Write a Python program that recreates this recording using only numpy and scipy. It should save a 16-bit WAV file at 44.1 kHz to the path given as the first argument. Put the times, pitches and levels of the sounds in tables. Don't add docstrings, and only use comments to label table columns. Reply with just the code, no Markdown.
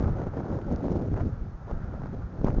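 import sys
import numpy as np
from scipy import signal
from scipy.fft import rfft, irfft, next_fast_len
from scipy.io import wavfile
from scipy.ndimage import uniform_filter1d, map_coordinates

SR = 44100
rng = np.random.default_rng(int(sys.argv[2]) if len(sys.argv) > 2 else 0)


def invert_db(level):
    return 10 ** (np.asarray(level, dtype=float) / 20)


def persist_wave(psi):
    counts = np.round(np.clip(psi, -1, 1) * 32767).astype(np.int16)
    wavfile.write(sys.argv[1], SR, np.atleast_2d(counts).T)


N = 114660

# (time [s], strength [dB])
WIND_STRENGTH = [(0, -35.5), (.1, -25), (.18, -32), (.32, -34), (.45, -34.5), (.62, -33), (.8, -34.5),
                 (1.0, -33.5), (1.13, -28), (1.3, -34), (1.45, -32.5), (1.6, -44), (1.76, -32.5),
                 (1.95, -34.5), (2.2, -31), (2.31, -43.5), (2.45, -24.5), (2.6, -31)]
# (frequency [Hz], level [dB per Hz])
RUMBLE_TONE = [(12, -18.5), (25, -1), (60, -5.5), (120, -3), (200, -10.5), (400, -34.5), (900, -61.5),
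               (2000, -120)]
# (time [s], peak [dB], pitch [Hz], length [cycles])
PUSHING_EDDIES = [(.006, -21.5, 72, 0.77), (.023, -22.5, 59.4, 0.63), (0.041, -17.5, 111, 0.58),
                  (.078, -20.5, 130, 0.47), (.383, -41.5, 69.6, 1.1), (.439, -24.5, 110, 0.59),
                  (.527, -24.5, 98.6, 0.88), (.269, -27, 330, 1.44), (.713, -26, 150, 1),
                  (.7265, -22.5, 230, 1.4), (.869, -27.5, 60, .8), (.971, -28.5, 70, 0.9),
                  (1.425, -26.5, 50, .9), (1.551, -32, 40, 0.89), (1.115, -22.5, 60, 0.41),
                  (2.173, -23.5, 70, 0.42), (0.066, -15, 81.5, 0.78), (0.104, -22, 65.3, 0.66),
                  (0.189, -31, 60, 1.9), (0.502, -30.5, 60, 0.78), (0.749, -21.5, 70.5, 0.75),
                  (1.215, -16, 84, 0.46), (1.271, -21, 86, 0.68), (1.33, -22.5, 80.4, 0.61),
                  (1.48, -30.5, 95, 2.5), (1.652, -35, 60, 1.5), (1.752, -27.5, 25.3, 1.3),
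                  (2.038, -29.5, 131, 2), (2.154, -39, 101, 1.9), (2.251, -28.5, 55.5, 1.55),
                  (2.412, -22.5, 46.6, 0.68), (2.49, -22.5, 40, 1.4), (2.58, -15.5, 35, 0.69)]
# (time [s], peak [dB], pitch [Hz], length [cycles])
PULLING_EDDIES = [(.108, -18, 70, 0.39), (.12, -25.5, 35.2, 0.65), (.57, -21, 111.6, 0.85),
                  (.641, -32, 90, 2), (.69, -29.5, 30, 0.76), (.905, -26.5, 70, 0.53),
                  (1.077, -23, 91, 1.56), (1.141, -19.5, 59.7, 0.52), (1.379, -35, 70, 0.61),
                  (1.729, -27, 51.7, 1.16), (1.885, -26, 69, 1), (1.913, -35, 100, 0.77),
                  (1.956, -28.5, 59.4, 1.8), (2.0, -28, 134, 1.2), (2.228, -31, 70.8, 0.59),
                  (2.392, -25, 60, 0.55), (2.465, -20, 30, 0.64), (2.543, -24, 54.4, 0.63)]
# (centre [s], length [s], level [dB], eddy pitch [Hz])
EDDY_PUFFS = [(.006, 0.024, -29.5, 430), (0.043, 0.015, -30, 507), (0.085, 0.022, -31, 440),
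              (0.2, 0.08, -32, 398), (0.27, 0.022, -32.5, 340), (0.342, 0.012, -36.5, 544),
              (0.378, 0.043, -27.5, 300), (0.458, 0.13, -34.5, 350), (0.534, 0.11, -32, 345),
              (0.618, 0.027, -42.5, 392), (0.679, 0.037, -31.5, 320), (0.728, 0.047, -26, 300),
              (0.826, 0.095, -33.5, 350), (0.867, .02, -33, 332), (0.849, 0.032, -28.5, 344),
              (0.917, 0.033, -28.5, 316), (0.963, .03, -29.5, 300), (1, 0.14, -30, 274),
              (1.134, 0.024, -33.5, 282), (1.174, 0.034, -35.5, 675), (1.208, 0.018, -35, 800),
              (1.257, 0.059, -27, 200), (1.682, 0.027, -45, 746), (1.71, 0.025, -37.5, 540),
              (1.734, 0.0076, -35, 192), (1.878, 0.031, -44, 262), (1.947, 0.066, -43, 420),
              (2.059, 0.058, -44, 387), (2.139, 0.023, -32, 244), (2.435, 0.2, -38.5, 300),
              (2.475, 0.042, -29.5, 530), (2.518, 0.013, -35.5, 535), (2.541, 0.015, -31.5, 395),
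              (2.576, 0.031, -31.5, 259)]
# (frequency [Hz], level [dB per Hz])
FIZZ_TONE = [(300, -37.5), (700, -6), (1400, 6.5), (2200, -7.5), (3500, -22.5), (6000, -33.5), (8000, -120)]
# (time [s], peak [dB], width [ms])
MEMBRANE_POPS = [(.007, -15, 0.69), (0.0261, -15, 0.58), (0.049, -20.5, 0.43), (.058, -22.5, 0.34),
                 (0.07, -21.5, 1.2), (0.21, -26, 1), (0.339, -30, 0.34), (.3705, -29, 0.94),
                 (.378, -24, 0.26), (.405, -24, 0.29), (0.502, -24.5, 0.66), (.515, -25, 1.7),
                 (.532, -25, 1.1), (0.544, -23, 1.2), (.556, -22.5, 0.48), (.806, -26, .4),
                 (.848, -18.5, 0.68), (0.917, -15, 0.63), (.956, -14.5, 0.9), (1.023, -24, 0.52),
                 (1.031, -18, 0.95), (1.086, -19.5, .7), (1.117, -17, 0.72), (1.166, -32, 0.5),
                 (1.176, -27, 0.57), (1.184, -28, 0.65), (1.224, -20.5, 0.87), (1.234, -20, .8),
                 (1.254, -18, 0.77), (1.697, -27, 0.36), (2.415, -25, 0.3), (2.467, -19, 0.46),
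                 (2.507, -22, 1.1), (.218, -20.5, 0.33), (0.2685, -19.5, 0.45), (0.2729, -21, 1.3),
                 (0.3871, -22, 1.2), (.589, -22, 0.33), (1.142, -26, 0.24), (1.263, -18, 1.4),
                 (1.984, -33, 0.33), (2.377, -31.5, 0.3), (2.5679, -20.5, 0.76), (0.7216, -20, 1.8),
                 (0.7336, -16, 0.73), (0.883, -17.5, 0.39), (0.906, -18, 0.59), (0.938, -19, 1.4),
                 (0.968, -21, 0.89), (1.713, -25, 0.35), (1.941, -22, 0.4), (2.019, -27, 0.26),
                 (2.036, -28, 0.24), (2.059, -24, 0.27), (2.445, -8.5, 0.53), (2.4842, -12, 0.37),
                 (2.504, -26.5, 0.19), (2.585, -14, 0.74)]
# (time [s], peak [dB])
HOUSING_TICKS = [(0.0238, -40.5), (0.2165, -50), (0.2663, -53), (0.5171, -49), (0.5886, -54), (.5, -55.5),
                 (0.41, -51.5), (0.724, -45.5), (.733, -46.5), (0.7199, -46), (0.827, -48), (0.8836, -58),
                 (0.9065, -41.5), (0.9186, -47), (0.9252, -44.5), (0.965, -47), (1.1734, -43.5),
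                 (1.207, -47), (1.2214, -52.5), (1.2354, -67), (1.2474, -72), (1.259, -63.5), (1.6308, -61),
                 (1.9238, -48), (2.0183, -56), (2.0682, -50), (2.444, -39), (2.4638, -56), (2.468, -46),
                 (2.48, -39.5), (2.5046, -50),
                 (.6142, -39),
    (.7593, -35.5),
]
# (frequency [Hz], level [dB])
TICK_TONE = [(800, -54.5), (2000, 0), (4000, -5.5), (6500, 1), (7600, -26), (8000, -120)]
# (frequency [Hz], level [dB per Hz])
FAR_TONE = [(150, -23), (400, -3.5), (800, -0.5), (1050, -7), (1350, -2.5), (1900, -16), (2600, -30),
            (4000, -120)]
# (time [s], level [dB])
FAR_SWELLING = [
    (0, 6),
    (.5, 2),
    (1.1, 1.5),
    (1.5, -2.5),
    (1.85, 3.5),
    (2.15, 2),
    (2.35, 0),
    (2.6, 0.5),
]
# (frequency [Hz], level [dB per Hz])
GRIT_TONE = [(300, -31), (1500, 6), (3000, 0), (6200, -3), (7000, -5.5), (7500, -6), (7900, -44),
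             (8500, -120)]
# (frequency [Hz], level [dB])
RECORDER_BAND = [(10, 0), (6800, 0), (7600, -14), (7850, -70), (8200, -120)]


def unit(x):
    return x / np.sqrt(np.mean(x ** 2) + 1e-20)


def coloured(x, points):
    size = next_fast_len(N + 8192)
    hz, db = np.transpose(points)
    bins_hz = np.fft.rfftfreq(size, 1 / SR)
    gain = invert_db(np.interp(np.log(bins_hz + 1), np.log(hz + 1), db))
    return irfft(rfft(x, size) * gain, size)[:N]


def wobble(rate):
    knots = rng.standard_normal(2000)
    return map_coordinates(knots, [np.clip(np.arange(N) * rate / SR, 0, 1999)])


def patchy(points, patchy_db):
    z = signal.stft(rng.standard_normal(N), nperseg=512)[2]
    field = uniform_filter1d(rng.standard_normal(z.shape), 5, 0)
    field = uniform_filter1d(field, 8, 1)
    noise = signal.istft(z * invert_db(patchy_db * unit(field)), nperseg=512)[1][:N]
    return unit(coloured(noise, points))


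def dips(s, size, width_s, shape):
    lead, reach = 300, 800
    at = np.round(s * SR).astype(int)[:, None] + np.arange(reach)
    turns = ((at - lead) / SR - s[:, None]) / width_s[:, None]
    wave = size[:, None] * shape(turns)
    return np.bincount(at.ravel(), wave.ravel(), N + reach)[lead:N + lead]


def bump(u):
    return np.exp(-u * u)


def strength():
    s, db = np.transpose(WIND_STRENGTH)
    return np.interp(np.arange(N) / SR, s, db)


def rumble(wind_db):
    rumble_db, lumps_db, lumps_per_s = -3.5, 1.5, 21
    lumps = invert_db(lumps_db * wobble(lumps_per_s))
    return invert_db(wind_db + rumble_db) * unit(lumps * patchy(RUMBLE_TONE, patchy_db=1))


def thuds(rows):
    s, db, hz, cycles = np.array(rows).T[:, :, None]
    turns = (np.arange(N) / SR - s) * hz
    swell = np.exp(-(2 * turns / cycles) ** 2 / 2)
    return (invert_db(db) * np.cos(2 * np.pi * turns) * swell).sum(0)


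def puffing(s, wind_db):
    between_db, between_hz = -9, 230
    centre, length, db, hz = np.transpose(EDDY_PUFFS)
    power = invert_db(2 * db) * np.exp(-(2 * (s[:, None] - centre) / length) ** 2)
    rest = invert_db(2 * (wind_db[(s * SR).astype(int)] + between_db))
    total = power.sum(1) + rest
    return total, (power @ hz + rest * between_hz) / total


def eddy_shape(u):
    return (1 - u * u) * np.exp(-u * u / 2)


def flutter(wind_db):
    count, eddies_per_s = 2600, 900
    pitch_spread, size_spread_db = 0.48, 3.5
    suck_share = 0.612
    size_fall = 0.18
    s = (np.arange(count) + rng.random(count)) / eddies_per_s
    luck = rng.standard_normal((count, 2))
    suck = rng.random(count)
    keep = s < N / SR
    s, (pitch, size), suck = s[keep], luck[keep].T, suck[keep]
    power, hz = puffing(s, wind_db)
    quick = np.exp(pitch_spread * 1.87 * np.tanh(pitch / 1.8))
    direction = np.tanh(8 * (suck - suck_share))
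    spread = invert_db(size_spread_db * np.minimum(size, 1.3))
    size = direction * spread * np.sqrt(power * hz / eddies_per_s) * 1.44
    width_s = 0.23 / np.clip(hz * quick, 110, 3000)
    return dips(s, size * quick ** -size_fall, width_s, eddy_shape)


def fizz(wind_db):
    fizz_db, db_per_octave, ref_hz, grain_db = -26, 18, 350, 4
    s = np.arange(0, N, 64) / SR
    power, hz = puffing(s, wind_db)
    level = np.sqrt(power) * invert_db(fizz_db + db_per_octave * np.log2(hz / ref_hz))
    grainy = invert_db(grain_db * wobble(180)) * rng.standard_normal(N)
    return np.interp(np.arange(N) / SR, s, level) * unit(coloured(grainy, FIZZ_TONE))


def pop_shape(u):
    rebound, later = 0.45, 2.4
    suck = np.exp(-(u * u + 0.044) ** 0.94)
    return rebound * np.exp(-((u - later) / 2.46) ** 2) - suck


def pops():
    s, db, ms = np.transpose(MEMBRANE_POPS)
    return dips(s, invert_db(db), ms / 1000, pop_shape)


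def ticks():
    tick_ms, tick_db, snap = 0.2, -8, 7
    s, db = np.transpose(HOUSING_TICKS)
    s = s + 0.0019
    size = invert_db(db + tick_db)
    width_s = np.full(len(s), tick_ms / 1000)
    breath = dips(s, size, width_s, bump) * unit(coloured(rng.standard_normal(N), TICK_TONE))
    return breath - coloured(dips(s, snap * size, width_s / 20, bump), TICK_TONE)


def far_roar(wind_db):
    far_db = -53
    swell_db = np.interp(np.arange(N) / SR, *np.transpose(FAR_SWELLING)) + 0.5 * wobble(20.0)
    return invert_db(far_db + swell_db) * patchy(FAR_TONE, patchy_db=1.2)


def scene():
    wind_db = strength()
    mix = rumble(wind_db) + thuds(PUSHING_EDDIES) - thuds(PULLING_EDDIES)
    mix = mix + flutter(wind_db) + fizz(wind_db)
    mix = mix + pops() + ticks() + far_roar(wind_db)
    return mix[None]


def recorder_grit(wave):
    floor_db, grit_db, hold_ms, ref_hz, grain_db = -75, -38.5, 0.68, 300, 1.5
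    slope = np.gradient(wave) * SR / (2 * np.pi * ref_hz)
    window = np.exp(-np.arange(600) / (hold_ms * SR / 1000))
    power = signal.fftconvolve(slope ** 2, window / window.sum())[:N]
    steep = np.sqrt(np.abs(power)) * invert_db(grain_db * wobble(220))
    return (invert_db(floor_db) + invert_db(grit_db) * steep) * unit(coloured(rng.standard_normal(N), GRIT_TONE))


def low_pass(x):
    return signal.sosfilt(signal.butter(12, 7750, fs=SR, output="sos"), x)


def record(dry):
    fade_ms = 4
    left = (N - np.arange(N)) / (fade_ms * SR / 1000)
    fade = np.sin(np.pi / 2 * np.clip(left, 0, 1))
    mix = coloured((dry[0] + recorder_grit(dry[0])) * fade, RECORDER_BAND)[None]
    return low_pass(mix)


dry = scene()
out = record(dry)
persist_wave(out)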